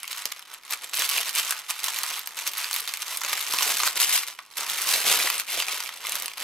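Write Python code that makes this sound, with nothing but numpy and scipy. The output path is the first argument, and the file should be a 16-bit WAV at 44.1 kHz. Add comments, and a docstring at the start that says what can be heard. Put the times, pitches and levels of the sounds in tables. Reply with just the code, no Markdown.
"""Stiff wrapping paper crackles as a small parcel is unwrapped at a desk, close to two microphones.
Creases loaded by the hands buckle and release their elastic energy as clicks, singly and in crunching
runs. Friction makes the sheet hiss, its flexing pushes air, and the nudged parcel bumps softly.
The desk and shelves of the cluttered room return brief reflections over a faint hush."""
import sys
import numpy as np
from scipy import signal
from scipy.fft import rfft, irfft, next_fast_len
from scipy.io import wavfile
from scipy.ndimage import uniform_filter1d, minimum_filter1d, map_coordinates

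SR = 44100
rng = np.random.default_rng(int(sys.argv[2]) if len(sys.argv) > 2 else 0)


def transcribe(u):
    """Save the signal u as a 16-bit wav file named by the first command-line argument.

    u: samples, shape (n,) or (channels, n), limited to [-1, 1]; the rate is SR.
    q: integer samples, one column per channel.
    """
    v = np.clip(np.atleast_2d(u).T, -1, 1)
    q = np.round(v * 32767).astype(np.int16)
    wavfile.write(sys.argv[1], SR, q)


N = 283563
TIME = np.arange(N) / SR
HAND_TIME = TIME[::64]  # coarse grid for the slow motion of the hands

# Pulls and pushes on the paper; all levels are relative. Each row: start in seconds, length in seconds,
# level in dB, swell in dB, crispness in dB per octave, ring of taut panels in dB, flexing in dB.
HAND_STROKES = [(-0.025, 0.13, -43, -6, 0, 1, -27), (0.135, 0.14, -34, -9, -0.9, -2, -29),
                (0.339, 0.035, -38, -3, -1, -3, -26), (0.447, 0.069, -44.5, 4, -1.5, -1.5, -24),
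                (0.625, 0.28, -42.5, -2, -0.9, -2, -24), (0.931, 0.11, -27, 7.5, 0.5, 0, -25),
                (1.068, 0.14, -25, -0.5, 0.7, 1.5, -22), (1.246, 0.063, -27.5, -10.5, 0.5, -1, -21),
                (1.334, 0.042, -21.5, 2.5, 0.8, 2, -25), (1.421, 0.29, -35.5, -18, -0.4, -2, -27),
                (1.68, 0.16, -35, -1, -0.1, -0.5, -32), (1.795, 0.38, -29.5, -2, -0.5, -2, -24.5),
                (2.216, 0.13, -44, 1, -0.5, -5, -20.5), (2.38, 0.14, -36.5, 2, 0.1, -1.5, -24),
                (2.544, 0.13, -28.5, -4.5, -0.5, -2, -29), (2.69, 0.1, -31.5, 3.5, 0.5, -0.5, -25),
                (2.817, 0.29, -37.5, -7, 0, -1, -23), (3.051, 0.1, -30, 1.5, 0.1, -3, -22.5),
                (3.217, 0.35, -29.5, -6.5, -0.5, -1, -23), (3.481, 0.2, -25.5, 6, -0.5, -3.5, -18.5),
                (3.675, 0.22, -25, -5, 0.3, -2, -19), (3.975, 0.18, -25.5, 16.5, 1.5, -1.5, -23),
                (4.246, 0.052, -34, -3, 0.3, -1, -22), (4.485, 0.066, -53.5, 14, 0, -3.5, -25),
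                (4.579, 0.063, -28, -3.5, -1.2, -3.6, -19), (4.648, 0.22, -27.5, 2, -0.1, -2, -20.5),
                (4.858, 0.15, -21.5, -4, 0.8, -2.5, -17), (5.032, 0.25, -21.5, -5, 0.2, -1, -16),
                (5.304, 0.09, -27.5, -7.5, 0.5, 0, -18.5), (5.458, 0.14, -27.5, 9, 0.5, 1.5, -17.5),
                (5.677, 0.38, -35, -18.5, 0, 0, -19.5), (6.005, 0.16, -32, 6, 0, -0.5, -18),
                (6.183, 0.077, -36, 6, 0, -1, -16), (6.345, 0.084, -34, 15, -1, -0.5, -18)]
# Folds collapsing in runs of tiny buckles. Each row: middle in seconds, level in dB, length in seconds.
FOLD_COLLAPSES = [(0.04, -54, 0.029), (0.118, -31.5, 0.026), (0.321, -29.5, 0.0073), (0.546, -39.5, 0.037),
                  (0.72, -34, 0.023), (0.726, -25, 0.032), (0.839, -30.5, 0.024), (0.94, -23.5, 0.014),
                  (1.005, -23, 0.039), (1.175, -22.5, 0.012), (1.394, -19.5, 0.022), (1.498, -27, 0.015),
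                  (1.703, -23.5, 0.015), (1.848, -27, 0.023), (2.4, -28.5, 0.047), (2.474, -20.5, 0.018),
                  (2.77, -30.5, 0.029), (2.884, -31.5, 0.017), (3.022, -29, 0.02), (3.213, -34, 0.017),
                  (3.333, -19, 0.0063), (3.865, -16.5, 0.017), (3.967, -24, 0.026), (4.023, -15.5, 0.044),
                  (4.162, -24, 0.034), (4.229, -29.5, 0.013), (4.39, -36, 0.0054), (4.59, -26.5, 0.033),
                  (5.12, -18, 0.054), (5.682, -27, 0.022)]
# Big creases snapping through. Each row: time in seconds, level in dB, crispness in dB per octave,
# note of the flipping facet in Hz.
BIG_CREASES = [(0.0315, -28.5, 0, 10500), (0.0427, -32, -7, 2160), (0.078, -28.5, 0, 6360),
               (0.1106, -33, -1, 3980), (0.1291, -28, -3, 7260), (0.1815, -33.5, 1.5, 6900),
               (0.2553, -19.5, 1, 5500), (0.3936, -35.5, -3, 12200), (0.4252, -38, -2.5, 3200),
               (0.5394, -33.5, 3, 8250), (0.7087, -26.5, 4, 13500), (0.7338, -22.5, -2, 8550),
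               (0.8435, -29.5, 1, 8500), (0.895, -35, -2, 8100), (0.9344, -26.5, -3, 2860),
               (0.9518, -24, 11, 4600), (0.9928, -21, 8, 5700), (1.0206, -17.5, -1, 3100),
               (1.091, -20, 2, 11000), (1.098, -21.5, 3, 5400), (1.1127, -25, -1.5, 2980),
               (1.18, -18, -2.5, 2520), (1.293, -24, 2, 4130), (1.352, -22.5, 4, 7140),
               (1.5075, -15.5, 1.5, 1480), (1.5231, -22, -2.5, 1610), (1.707, -21, -2, 8500),
               (1.8416, -20, 4, 3800), (1.8837, -24.5, -1, 6900), (1.9874, -23, -2, 13500),
               (2.0336, -22.5, 4, 4100), (2.037, -25.5, -5, 11000), (2.1925, -27, 0, 13600),
               (2.2603, -33, 1, 8500), (2.2734, -25, -2, 13700), (2.3882, -30, 1, 2300),
               (2.4754, -21, 12, 5500), (2.5349, -28.5, -1, 13800), (2.5807, -24.5, 6, 13000),
               (2.6432, -23.5, -3, 4400), (2.711, -23.5, 0, 7500), (2.7297, -22, 2, 4600),
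               (2.7413, -21.5, 1, 10500), (2.7628, -21, -0.5, 13500), (2.804, -26, 6, 9450),
               (2.876, -25.5, -1, 3830), (2.8905, -27.5, -0.5, 4600), (2.938, -22.5, -2, 8640),
               (2.9722, -27.5, 0.5, 2100), (3.0212, -27, -1, 6300), (3.1721, -22.5, 7, 8500),
               (3.2156, -25.5, -4, 6300), (3.235, -27, -0.5, 1680), (3.3305, -22, -5.5, 7300),
               (3.3782, -24.5, -0.5, 2070), (3.4108, -24.5, 1.5, 12900), (3.5238, -22.5, 4, 4900),
               (3.5372, -19, 0.5, 1020), (3.5864, -18, -1.5, 2740), (3.608, -23, -5.5, 2900),
               (3.623, -17.5, -1.5, 3030), (3.629, -16, 1, 6300), (3.8017, -20, -3.5, 4200),
               (3.8337, -16.5, -3.5, 7300), (3.875, -18.5, -2, 1380), (3.957, -26.5, 1, 8100),
               (4.0303, -13, 2, 3200), (4.094, -17.5, 0, 9900), (4.2343, -30, -2.5, 13500),
               (4.2755, -29.5, 1, 4530), (4.283, -28, -2, 12800), (4.3895, -30, -4.5, 1110),
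               (4.5777, -28, 5, 5700), (4.698, -24, 1.5, 3620), (4.8198, -22.5, -0.5, 13500),
               (4.9374, -12, -1, 4200), (5.1394, -26, -4, 3200), (5.2, -21, -3, 2400),
               (5.274, -21.5, -7, 2070), (5.3008, -16.5, -0.5, 13500), (5.38, -24, 0.5, 9000),
               (5.3981, -19.5, -0.5, 13500), (5.6011, -20, -2, 2580), (5.6227, -20.5, -2.5, 2420),
               (5.6835, -21.5, 0, 2400), (5.8037, -24, -0.5, 5370), (5.8367, -31, 3.1, 2000),
               (5.8912, -27.5, -3, 2020), (6.0505, -27.5, -8, 2300), (6.0692, -24, 0.5, 2460),
               (6.0944, -24.5, 2.6, 8100), (6.1212, -22, 0, 11000), (6.1545, -21.5, -1.5, 13500),
               (6.199, -28, 3, 8500), (6.2226, -25, 0, 10300), (6.2587, -24, 2, 9700),
               (6.281, -27, 0, 2510), (6.3162, -36, -2, 2300), (6.3355, -34, -2, 8100),
               (6.3805, -31, 1, 10400)]
# Nudges of the parcel. 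Each row: time in seconds, level in dB.
NUDGES = [(0.256, -40.5), (0.993, -38), (1.508, -42), (3.54, -33), (3.877, -45), (5.07, -33)]
# Where the paper is held. Each row: time in seconds, lead at the left microphone in microseconds.
PAPER_PLACE = [(0, 6), (3, 4), (3.85, 17), (4.12, 38.5), (4.56, 8), (5.4, 25), (6.4, 8)]
# Spectra of the four sources. Each row: frequency in Hz, relative spectral density in dB.
PAPER_SPECTRUM = [(150, -49.5), (400, -28.5), (700, -17.5), (950, -6.5), (1200, -4), (1650, -6),
                  (2150, -0.8), (2950, 0.03), (4700, -2.5), (7500, -5), (12800, -6), (14300, -7),
                  (16000, -24)]
FLEX_SPECTRUM = [(25, -36), (70, -21.5), (150, -11), (250, -5), (370, -2.5), (440, 4), (600, 3.5), (800, 6),
                 (1300, -47.5), (4000, -99)]
HUSH_SPECTRUM = [(20, 10), (100, 4.5), (400, 14), (2000, -12), (16000, -13)]
PARCEL_SPECTRUM = [(20, -45), (60, -14), (130, -5), (300, 1), (600, 6.5), (2000, -20)]
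# Reverberation time. Each row: frequency in Hz, seconds to decay by 60 dB.
ROOM_T60 = [(150, 0.16), (1000, 0.27), (4000, 0.16), (14000, 0.091)]
# Likeness of the echoes. Each row: frequency in Hz, left-right correlation.
ROOM_COHERENCE = [(100, 0.93), (600, 1), (1200, 1), (2800, 0.32), (4200, 0.091), (8000, 0.045)]
# Microphone sensitivity. Each row: frequency in Hz, left minus right in dB.
MIC_BALANCE = [(200, 0.5), (600, -1), (1900, 0.3), (2800, -0.8), (4000, -5), (5200, -2), (7000, -2.5),
               (9000, 1), (11000, 1.8), (14500, -2.5)]
# Microphone phase. Each row: frequency in Hz, lead of the left in radians.
MIC_PHASE = [(1500, 0.22), (2400, -0.17), (3300, -0.92), (4600, 0.54), (7500, 0.12), (12000, -0.49),
             (15000, -0.3)]

ATTACK_S, RELEASE_DB_PER_S = 0.031, 228  # every stroke takes hold and lets go alike
HELD_DB, USUAL_DB = -52, -29.5  # paper merely held; an ordinary stroke
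CRISP_PER_DB, FLEX_LOSS_PER_DB = 0.0765, 0.18  # change of the sheet per dB of extra work
SNAP_GAIN = np.sqrt(SR * .002)  # gives a snap the energy of 2 ms at its level


def amp(db):
    """Amplitude grows tenfold every 20 dB."""
    return 10 ** (np.asarray(db) / 20)


def unit(x):
    """Normalisation to a mean power of 1."""
    return x / np.sqrt(np.mean(x ** 2) + 1e-20)


def along(points, hz):
    """Interpolation of (Hz, value) points on a logarithmic frequency axis."""
    knots_hz, values = np.transpose(points)
    return np.interp(np.log(hz + 1), np.log(knots_hz), values)


def smooth(power, seconds):
    """Short-time average of a power under a triangular window."""
    width = max(1, int(seconds * SR))
    return np.abs(uniform_filter1d(uniform_filter1d(power, width), width))


def wobble(rate):
    """Random modulation with `rate` knots a second."""
    return map_coordinates(rng.standard_normal(N // 8), [TIME * rate], order=1)


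def filtered(x, response):
    """Linear filtering: the spectrum is multiplied by a complex frequency response."""
    size = next_fast_len(N + SR // 4)
    return irfft(rfft(x, size) * response(np.fft.rfftfreq(size, 1 / SR)), size)[..., :N]


def ring(x, spectrum, size=2048):
    """A body colours its excitation by convolution with a minimum-phase response of energy 1."""
    cepstrum = irfft(np.log(amp(along(spectrum, np.fft.rfftfreq(size, 1 / SR)))))
    cepstrum[1:size // 2] *= 2
    cepstrum[size // 2 + 1:] = 0
    pulse = irfft(np.exp(rfft(cepstrum)))
    return signal.oaconvolve(x, pulse[None] / np.linalg.norm(pulse), axes=1)[:, :N]


def equal_energy(spectra, hz):
    """Weighted normalisation: all rows carry the same energy once the paper has coloured them."""
    weight = amp(along(PAPER_SPECTRUM, hz)) ** 2
    return spectra / np.sqrt(np.abs(spectra) ** 2 @ weight / weight.sum())[:, None]


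def colour(hz, crisp, taut_db, pivot_hz=3500, panel_hz=2750, panel_octaves=0.62, lowest_hz=900):
    """Spectral tilt and resonance: crisp paper is brighter, taut panels ring in the low treble."""
    octaves = np.log2(np.maximum(hz, lowest_hz) / pivot_hz)
    panel = np.exp(-(np.log2((hz + 1) / panel_hz) / panel_octaves) ** 2)
    return amp(crisp[:, None] * octaves + taut_db[:, None] * panel)


def handling(at):
    """Strokes add in power: their total in dB, then power-weighted crispness, ring and flexing."""
    start, length, db, swell_db, *sheet = np.transpose(HAND_STROKES)
    age = at[:, None] - start
    attack = np.clip(age / ATTACK_S, 0, 1)
    hold_db = db + swell_db * (np.clip(age / length, 0, 1) - .5)
    release_db = RELEASE_DB_PER_S * np.maximum(age - length, 0)
    power = (attack * amp(hold_db - release_db)) ** 2 + 1e-12
    total = power.sum(axis=1)
    return 10 * np.log10(total + amp(HELD_DB) ** 2), *(power @ column / total for column in sheet)


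def with_crunches(work_db, at):
    """Incoherent addition: each collapsing fold adds a bell curve of power to the level in dB."""
    middle, db, length = np.transpose(FOLD_COLLAPSES)
    folds = amp(db) ** 2 * np.exp(-np.minimum((2 * (at[:, None] - middle) / length) ** 2, 100))
    return 10 * np.log10(amp(work_db) ** 2 + folds.sum(axis=1))


def sheet_state(at):
    """Timbre follows load: harder work makes the paper crisper and lessens the share of flexing."""
    work_db, crisp, taut_db, flex_db = handling(at)
    extra_db = with_crunches(work_db, at) - USUAL_DB
    return crisp + CRISP_PER_DB * extra_db, taut_db, flex_db - FLEX_LOSS_PER_DB * extra_db


def effort(stall_db=1.0, stall_s=0.018, full_db=16):
    """Driving amplitude of strokes and folds; it dips while a big crease resists before snapping."""
    work_db = handling(HAND_TIME)[0]
    level_db = np.interp(TIME, HAND_TIME, with_crunches(work_db, HAND_TIME))
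    for time, db, _, _ in BIG_CREASES:
        end = round(time * SR)
        before = np.arange(max(0, end - round(stall_s * SR)), end)
        resistance = np.clip((db - np.interp(time, HAND_TIME, work_db)) / full_db, 0, 1) ** 2
        level_db[before] -= stall_db * resistance * np.sqrt(np.linspace(0, 1, len(before)))
    return amp(level_db)


def buckles(times, db, crisp, taut_db, facet_hz, facet_db, pan_db, life_s, width, size=320):
    """Buckling releases a damped noise burst, reinforced at the note of the facet that flips."""
    t, hz = np.arange(size) / SR, np.fft.rfftfreq(size, 1 / SR)
    draw = rng.standard_normal((len(times), 2 * size + 2))
    noises = draw[:, :size], draw[:, size:-2]
    lean_db = pan_db * draw[:, -2:-1]
    decay_s = (life_s * np.exp(0.24 * draw[:, -1]))[:, None]
    age = np.maximum(t - t[size // 16], 0)
    envelope = np.exp(-age / decay_s) - np.exp(-6 * age / decay_s)
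    envelope += amp(-21) * (age > 0) * np.sqrt(1 - age / age[-1])  # nearby folds scatter the burst
    facet = np.exp(-(np.log2((hz + 1) / facet_hz[:, None]) / 0.22) ** 2)
    gain = colour(hz, crisp, taut_db) * amp(facet_db * facet)
    mid, side = [equal_energy(rfft(noise * envelope) * gain, hz) for noise in noises]
    turn = width * hz / (hz + 4000)  # short waves leave a facet differently towards each microphone
    channels = [irfft(mid * np.cos(turn) + sign * side * np.sin(turn))
                * amp(db[:, None] + sign * lean_db / 2) for sign in (1, -1)]
    starts = np.round(times * SR).astype(int) - size // 16
    where = (starts[:, None] + np.arange(size)).clip(0).ravel()
    bursts = np.array([np.bincount(where, channel.ravel(), N)[:N] for channel in channels])
    return ring(bursts, PAPER_SPECTRUM)


def crackle(drive, count=4200, spread_db=6, crowding=0.29, crisp_scatter=0.78, level_db=-4):
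    """Small creases share the energy of the hands: a few stand out in light work, many in hard work."""
    times = rng.uniform(0, N / SR, count)
    facet_hz = np.exp(rng.uniform(np.log(1500), np.log(14000), count))
    strength, tilt = rng.standard_normal((2, count))
    strength = strength.clip(-3, 1.6)
    work_db = handling(times)[0]
    db = strength * (spread_db - crowding * (work_db - work_db.mean()))
    crisp, taut_db, _ = sheet_state(times)
    crisp = crisp + crisp_scatter * tilt + .5 * strength  # strong buckles are sharper
    grains = buckles(times, db, crisp, taut_db, facet_hz, facet_db=6.5, pan_db=2, life_s=0.001, width=0.59)
    power = smooth(np.mean(grains ** 2, axis=0), seconds=0.099)
    return amp(level_db) * drive * grains / np.sqrt(power + 1e-4)


def rubbing(drive, level_db=-7, rough_db=3, crisp_bias=-2.9, width=0.23):
    """Stick-slip friction: paper sliding on paper makes a duller, uneven hiss."""
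    hz, t, spectra = signal.stft(rng.standard_normal((2, N)), SR, nperseg=256)
    crisp, taut_db, _ = sheet_state(t)
    spectra *= equal_energy(colour(hz, crisp + crisp_bias, taut_db), hz).T
    spectra[1] *= width * (hz / (hz + 4000))[:, None]
    mid, side = signal.istft(spectra, SR, nperseg=256)[1][:, :N]
    friction = np.array([mid + side, mid - side]) * amp(rough_db * wobble(220))
    return amp(level_db) * drive * unit(ring(friction, PAPER_SPECTRUM))


def flexing(drive, level_db=-3.5, flutter_db=4, width=0.29):
    """Radiation from bending: broad parts of the sheet flap and push air at low frequencies."""
    flaps = rng.standard_normal(N) + width * rng.standard_normal((2, N))
    flaps *= amp(flutter_db * wobble(90))
    flex_db = np.interp(TIME, HAND_TIME, sheet_state(HAND_TIME)[2])
    return drive * amp(flex_db + level_db) * unit(ring(flaps, FLEX_SPECTRUM))


def still_air(level_db=-72):
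    """Ambient noise: a faint, steady hush, mostly common to both channels."""
    hush = rng.standard_normal(N) + .5 * rng.standard_normal((2, N))
    return amp(level_db) * unit(ring(hush, HUSH_SPECTRUM))


def reflections(x, count=130, early_db=3, early_fade_s=0.0056, gap_s=0.0025):
    """Dense reflections off desk and shelves decay in a short tail; paths change as the paper moves."""
    wet, hop = np.zeros((2, 2 * N)), N // count
    for start in range(-hop, N, hop):  # a fresh random response for each overlapping stretch
        hz, t, (mid, side) = signal.stft(rng.standard_normal((2, SR // 6)), SR, nperseg=256)
        turn = np.arccos(np.clip(along(ROOM_COHERENCE, hz), -1, 1))[:, None] / 2
        spectra = np.array([mid * np.cos(turn) + sign * side * np.sin(turn) for sign in (1, -1)])
        decay = amp(-60 * t / along(ROOM_T60, hz)[:, None])
        tail = signal.istft(spectra * decay, SR, nperseg=256)[1]
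        age = TIME[:tail.shape[1]]
        tail *= np.clip(age / gap_s - .5, 0, 1) * (1 + amp(early_db) * np.exp(-age / early_fade_s))
        span = np.arange(max(start, 0), min(start + 2 * hop, N))
        part = x[span] * np.sin(np.pi * (span - start) / (2 * hop))
        echo = signal.fftconvolve(part[None], tail / np.linalg.norm(tail[0]), axes=1)
        wet[:, span[0]:span[0] + echo.shape[1]] += echo
    return wet[:, :N]


def big_snaps(level_db=1.98, life_s=0.00091, growth=0.29, haste=0.45):
    """Snap-through of big creases: strong ones last longer, crisp ones are quick."""
    times, db, crisp, facet_hz = np.transpose(BIG_CREASES)
    lives = life_s * amp(growth * (db - db.mean()) - haste * crisp)
    facet_db = 8.5 + 1.5 * np.maximum(np.log2(5000 / facet_hz), 0)  # low facets ring more clearly
    taut_db = sheet_state(times)[1]
    return SNAP_GAIN * buckles(times, db + level_db, crisp, taut_db, facet_hz, facet_db[:, None],
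                               pan_db=0, life_s=lives, width=0.28)


def lesser_snaps(count=130, over_db=2.5, spread_db=2, crowding=0.15, crisp_scatter=2):
    """Middling creases buckle at random, near the level of the rustle; hard work masks them more."""
    when, pitch, strength, tilt = rng.uniform(0, 1, (count, 4)).T
    times = when * N / SR
    facet_hz = 1800 * (13000 / 1800) ** pitch
    work_db = handling(times)[0]
    db = work_db + over_db - crowding * (work_db - USUAL_DB) + spread_db * (2 * strength - 1)
    crisp, taut_db, _ = sheet_state(times)
    crisp = crisp + crisp_scatter * (2 * tilt - 1)
    return SNAP_GAIN * buckles(times, db, crisp, taut_db, facet_hz,
                               facet_db=8, pan_db=4, life_s=0.0011, width=1)


def bumps(level_db=20):
    """Impulse response: each nudge draws one low thud from the parcel."""
    pushes = np.zeros((1, N))
    for time, db in NUDGES:
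        pushes[0, round(time * SR)] = amp(db + level_db)
    return ring(pushes, PARCEL_SPECTRUM)


def placed(x, shadow_db_per_cycle=3.5):
    """Path difference and shadowing: the nearer microphone hears the paper earlier and brighter."""
    hz, t, spectra = signal.stft(x, SR, nperseg=256)
    lead_us = np.interp(t, *np.transpose(PAPER_PLACE))
    cycles = hz[:, None] * lead_us / 1e6
    left = np.exp(1j * np.pi * cycles) * amp(shadow_db_per_cycle * cycles)
    return signal.istft(spectra * np.array([left, 1 / left]), SR, nperseg=256)[1][:, :N]


def scene():
    """Superposition of the direct sound, its reflections and the hush of the room."""
    drive = effort()
    rustle = crackle(drive) + rubbing(drive) + flexing(drive)
    hits = big_snaps() + lesser_snaps() + bumps()
    echoes = reflections(np.mean(amp(-11.5) * rustle + amp(-8) * hits, axis=0))
    return placed(rustle + hits) + echoes + still_air()


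def record(dry, ceiling=.5, top_hz=16100):
    """Transduction: two microphones unequal in gain and phase, a quick peak limiter, a steep low-pass."""
    sides = np.array([[.5], [-.5]])
    heard = filtered(dry, lambda hz: amp(sides * along(MIC_BALANCE, hz))
                     * np.exp(1j * sides * along(MIC_PHASE, hz)))
    safe_gain = np.minimum(1, ceiling / (np.abs(heard).max(axis=0) + 1e-9))
    limited = heard * uniform_filter1d(minimum_filter1d(safe_gain, size=65), size=65)
    return filtered(limited, lambda hz: 1 / np.sqrt(1 + (hz / top_hz) ** 200))


dry = scene()
out = record(dry)
transcribe(out)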